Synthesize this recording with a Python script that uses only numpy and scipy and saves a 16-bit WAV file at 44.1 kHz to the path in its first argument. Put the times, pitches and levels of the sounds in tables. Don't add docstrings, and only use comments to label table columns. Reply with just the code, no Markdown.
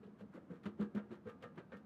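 import sys
import numpy as np
from scipy import signal
from scipy.fft import rfft, irfft, next_fast_len
from scipy.io import wavfile

SR = 44100
rng = np.random.default_rng(int(sys.argv[2]) if len(sys.argv) > 2 else 0)


def store_pcm(level_fs):
    pcm = np.round(np.clip(level_fs, -1, 1) * 32767).astype(np.int16)
    wavfile.write(sys.argv[1], SR, np.atleast_2d(pcm).T)


N = 81585

# f/Hz, level/dB
JUDDER_TONE = [(30, -59), (60, -40.5), (95, -15.5), (150, -3.5), (205, 0.5), (280, -4.5), (420, -17),
               (700, -31.5), (2000, -78.5)]
CRUNCH_TONE = [(200, -33.5), (500, 14.5), (720, 1), (950, 5), (1300, 9), (1800, 1.5), (2300, -2.5),
               (3200, -17), (5000, -43), (12000, -64.5)]
GRIT_TONE = [(800, 13), (2000, -10), (3000, 5.5), (4000, -1), (5000, -10), (7000, -13.5), (10000, -21),
             (13500, -29.5), (16000, -24.5)]
# t/s, thud level/dB, judder level/dB, judder f/Hz, judder length/s, crunch delay/s,
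# crunch length/s, crunch level/dB, grit level/dB, grit brightness/(dB per octave)
JAW_STROKES = [ (0.043, -69, -62.5, 193, 0.016, -.011, 0.024, -76, -76, 1),
               (0.202, -62, -55, 200, 0.039, -0.018, 0.025, -69.5, -80, 4.5),
               (0.343, -82, -60, 192, 0.041, -0.015, 0.043, -63.5, -80, 5.5),
               (0.496, -66.5, -50.5, 182.6, 0.023, 0.0018, 0.064, -65, -81, 5.5),
               (0.651, -57, -43.5, 207.3, 0.02, .001, 0.0045, -57, -65.5, 1),
               (0.792, -59.5, -37, 200.8, 0.037, 0.006, 0.029, -55.5, -63, 1),
               (0.944, -59.5, -39.5, 208.3, 0.03, 0.014, 0.024, -54.5, -64, 0),
               (1.097, -61, -53, 224, 0.036, 0.0089, 0.036, -59.5, -71, 1.5),
               (1.25, -57, -54, 221, 0.034, 0.014, 0.034, -58.5, -72.5, 2.5),
               (1.421, -64, -59.5, 241.5, 0.061, 0.0047, 0.016, -59.5, -64, 0),
               (1.568, -65, -58.5, 179.3, 0.015, -0.00041, 0.033, -62.5, -65.5, -0.5),
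               (1.724, -66, -55, 199.2, 0.053, -.006, 0.027, -61.5, -68, 0)]
def jaw(thud_hz=109.9, grip_s=0.026, grip_db=-11):
    out, n = np.zeros(N), SR // 4
    t = np.arange(n) / SR
    for (start, thud_db, judder_db, judder_hz, judder_s,
         delay, crunch_s, crunch_db, grit_db, grit_tilt_db) in JAW_STROKES:
        hz = thud_hz * (1 + 0.11 * rng.standard_normal())
        thud = np.sin(2 * np.pi * hz * t) * swell(t, 0.016, 0.016, 0.015)
        add(out, start + 0.0063, burst(thud, thud_db))
        slips = pulses(n, judder_hz, jitter=0.045, scatter_db=1.8)
        slips *= swell(t, 0.15 * judder_s, judder_s, 0.0055)
        add(out, start, burst(colour(slips, JUDDER_TONE), judder_db))
        crunch = (CRUNCH_TONE, 0, 3600, 0.023, crunch_db)
        grit = (GRIT_TONE, grit_tilt_db, 1800, 0.019, grit_db)
        for tone, tilt_db, per_s, fall_s, db in (crunch, grit):
            scrape = undb(grip_db) * swell(t, grip_s, grip_s, fall_s)
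            crush = swell(t - grip_s, 0.011, crunch_s, fall_s)
            crumbs = grains(n, per_s) * (scrape + crush)
            add(out, start + delay - grip_s, burst(colour(crumbs, tone, tilt_db), db))
    return out


# t/s, level/dB, f/Hz, length/s
LUMP_KNOCKS = [(0.025, -60, 409, 0.05), (0.204, -60.5, 487, 0.025), (0.340, -55, 309, 0.015),
               (0.341, -57, 537, 0.041), (0.498, -57, 289, 0.028), (0.502, -57.5, 474, 0.036),
               (0.656, -52.5, 354, 0.033), (0.786, -48, 348, 0.065), (0.79, -50, 448, 0.026),
               (0.943, -53, 377, 0.012), (0.948, -53.5, 514, 0.041), (1.105, -53.5, 359, 0.021),
               (1.253, -51, 480, 0.029), (1.417, -56.5, 537, 0.031), (1.570, -55.5, 364, 0.02),
               (1.572, -61.5, 530, 0.035), (1.718, -56.5, 509, 0.029)]
def knocks():
    out, t = np.zeros(N), np.arange(SR // 4) / SR
    for start, db, hz, length in LUMP_KNOCKS:
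        taps = grains(len(t), per_s=620) * swell(t, 0.0019, length, 0.015)
        add(out, start, burst(band(taps, hz, width_hz=127.4), db))
    return out


# f/Hz, level/dB
SNAP_TONE = [(100, -16), (400, -2), (1500, 9), (3100, 0), (4800, -15.5), (8000, -27.5), (11000, -32.5),
             (15000, -37)]
# t/s, level/dB, brightness/(dB per octave)
LUMP_SNAPS = [(0.032, -76, -1.5), (0.21, -76, 3), (0.353, -83, 8), (0.552, -87, 0), (0.634, -72.5, 3.5),
              (0.6561, -61.5, 2), (0.949, -71, 7), (1.152, -83.5, 6.5), (1.292, -77, 7), (1.424, -68, 4.5),
              (1.558, -85, 8), (1.578, -62.5, -3), (1.720, -63.5, -3), (1.768, -77, 7)]
def snaps(fall_s=0.014):
    out, n = np.zeros(N), SR // 8
    for start, db, tilt_db in LUMP_SNAPS:
        crack = rng.standard_normal(n) * np.exp(-np.arange(n) / SR / fall_s)
        add(out, start, burst(colour(crack, SNAP_TONE, tilt_db), db))
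    return out


# f/Hz, level/dB, time to fade by 60 dB/s
PLATE_NOTES = [(259, -6.5, 0.083), (269.2, -7, 0.9), (349, -5.5, 0.46), (490, -20, 0.07),
               (519, -8.5, 0.081), (852, -7, 0.25), (910, -8.5, 0.2), (940, -6.5, 0.18), (1204, -1, .33),
               (1295, -0.5, .2), (1383, -3, 0.23), (1570, 6, 0.15), (1646, -5.5, 0.39), (1705, -7, .22),
               (1830, 1, 0.15), (2165, -6, 0.082), (2698, -6.5, .14), (2855, -11.5, .35)]
# t/s, level/dB, f/Hz of the notes struck hardest
PLATE_HITS = [(0.365, -72, 1320), (0.658, -70.5, 1316), (0.817, -64.5, 1620), (0.968, -64.5, 1530),
              (0.983, -83, 2840), (1.124, -68.5, 1340), (1.289, -61.5, 1150), (1.436, -66, 1900),
              (1.443, -64, 1260), (1.587, -74.5, 1570), (1.728, -64.5, 1260), (1.735, -65.5, 1960)]
def clanks(contact_s=0.0025, spread_octaves=0.17):
    out, t = np.zeros(N), np.arange(SR // 2) / SR
    hz, note_db, fade_s = np.array(PLATE_NOTES, float).T[:, :, None]
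    for start, db, centre_hz in PLATE_HITS:
        weight = undb(note_db) * np.exp(-0.5 * (np.log2(hz / centre_hz) / spread_octaves) ** 2)
        notes = weight * np.sin(2 * np.pi * (hz * t + rng.random(hz.shape))) * fade(t, fade_s)
        clank = notes.sum(axis=0) * np.minimum(t / contact_s, 1)
        add(out, start, burst(clank, db))
    return out


def bucket(x, ring_db=-56, echo_db=-8.5, bass_s=0.39, treble_s=0.19, split_hz=1400):
    t = np.arange(SR // 2) / SR
    ring = sum(undb(db) * np.cos(2 * np.pi * hz * t) * fade(t, fade_s) for hz, db, fade_s in PLATE_NOTES)
    noise = rng.standard_normal(len(t))
    bass = only(noise, "low", split_hz) * fade(t, bass_s)
    treble = only(noise, "high", split_hz) * fade(t, treble_s)
    echo = (bass + treble) / np.sqrt(np.sum(fade(t, bass_s) ** 2))
    return x + signal.fftconvolve(x, undb(ring_db) * ring + undb(echo_db) * echo)[:N]


def engine(firing_hz=41.9, firing_db=-74.5, rumble_db=-61):
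    beats = pulses(N, firing_hz, jitter=0.012, scatter_db=3.5)
    firings = band(beats, hz=101, width_hz=66)
    return (unit(firings) * undb(firing_db) + unit(rumble()) * undb(rumble_db)) * np.sqrt(N)


# f/Hz, level/dB
RUMBLE_TONE = [(20, -53.5), (40, -18.5), (62, -8), (85, -15.5), (130, 0.5), (200, 8.5), (300, -0.5),
               (500, -10.5), (750, -13), (1400, -19), (2600, -32), (5000, -41.5), (13000, -51.5),
               (16000, -51.5)]
def rumble():
    return colour(rng.standard_normal(N), RUMBLE_TONE)


def undb(db):
    return 10 ** (np.asarray(db) / 20)


def unit(x):
    return x / np.sqrt(np.sum(x ** 2) + 1e-30)


def burst(x, db, held_s=0.04):
    return unit(x) * undb(db) * np.sqrt(held_s * SR)


def colour(x, tone, tilt_db=0):
    size = next_fast_len(2 * len(x))
    size += size % 2
    octave = np.log2(np.maximum(np.fft.rfftfreq(size, 1 / SR), 1))
    hz, db = np.array(tone, float).T
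    curve_db = np.interp(octave, np.log2(hz), db) + tilt_db * octave
    shape = irfft(np.log(undb(curve_db)))
    shape[1:size // 2] *= 2
    shape[size // 2 + 1:] = 0
    return irfft(rfft(x, size) * np.exp(rfft(shape)))[:len(x)]


def only(x, side, hz):
    return signal.sosfilt(signal.butter(2, hz, side, fs=SR, output="sos"), x)


def band(x, hz, width_hz):
    b, a = signal.iirpeak(hz, hz / width_hz, fs=SR)
    return signal.lfilter(b, a, signal.lfilter(b, a, x))


def swell(t, rise_s, length_s, fall_s):
    return np.clip(t / rise_s, 0, 1) * np.exp(-np.maximum(t - length_s, 0) / fall_s)


def fade(t, fade_s):
    return np.exp(-np.log(1000) * t / fade_s)


def grains(n, per_s, spread_db=2):
    clicks = (rng.random(n) < per_s / SR) * rng.choice([-1, 1], n)
    return clicks * undb(spread_db * np.minimum(rng.exponential(size=n), 4))


def pulses(n, hz, jitter, scatter_db, count=128):
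    gap, strength = rng.standard_normal((count, 2)).T
    at = np.r_[0, np.cumsum(np.abs(1 + jitter * gap))[:-1]] * SR / hz
    return np.bincount(at[at < n].astype(int), undb(scatter_db * strength[at < n]), n)


def add(out, start, x):
    i = max(int(start * SR), 0)
    out[i:i + len(x)] += x[:max(len(out) - i, 0)]


def scene():
    return (bucket(jaw() + knocks() + snaps()) + clanks() + engine())[None]


def record(dry, bottom_hz=55, top_hz=14600):
    thin = only(dry, "high", bottom_hz)
    return signal.sosfilt(signal.ellip(8, 0.2, 70, top_hz, fs=SR, output="sos"), thin)


dry = scene()
out = record(dry)
store_pcm(out)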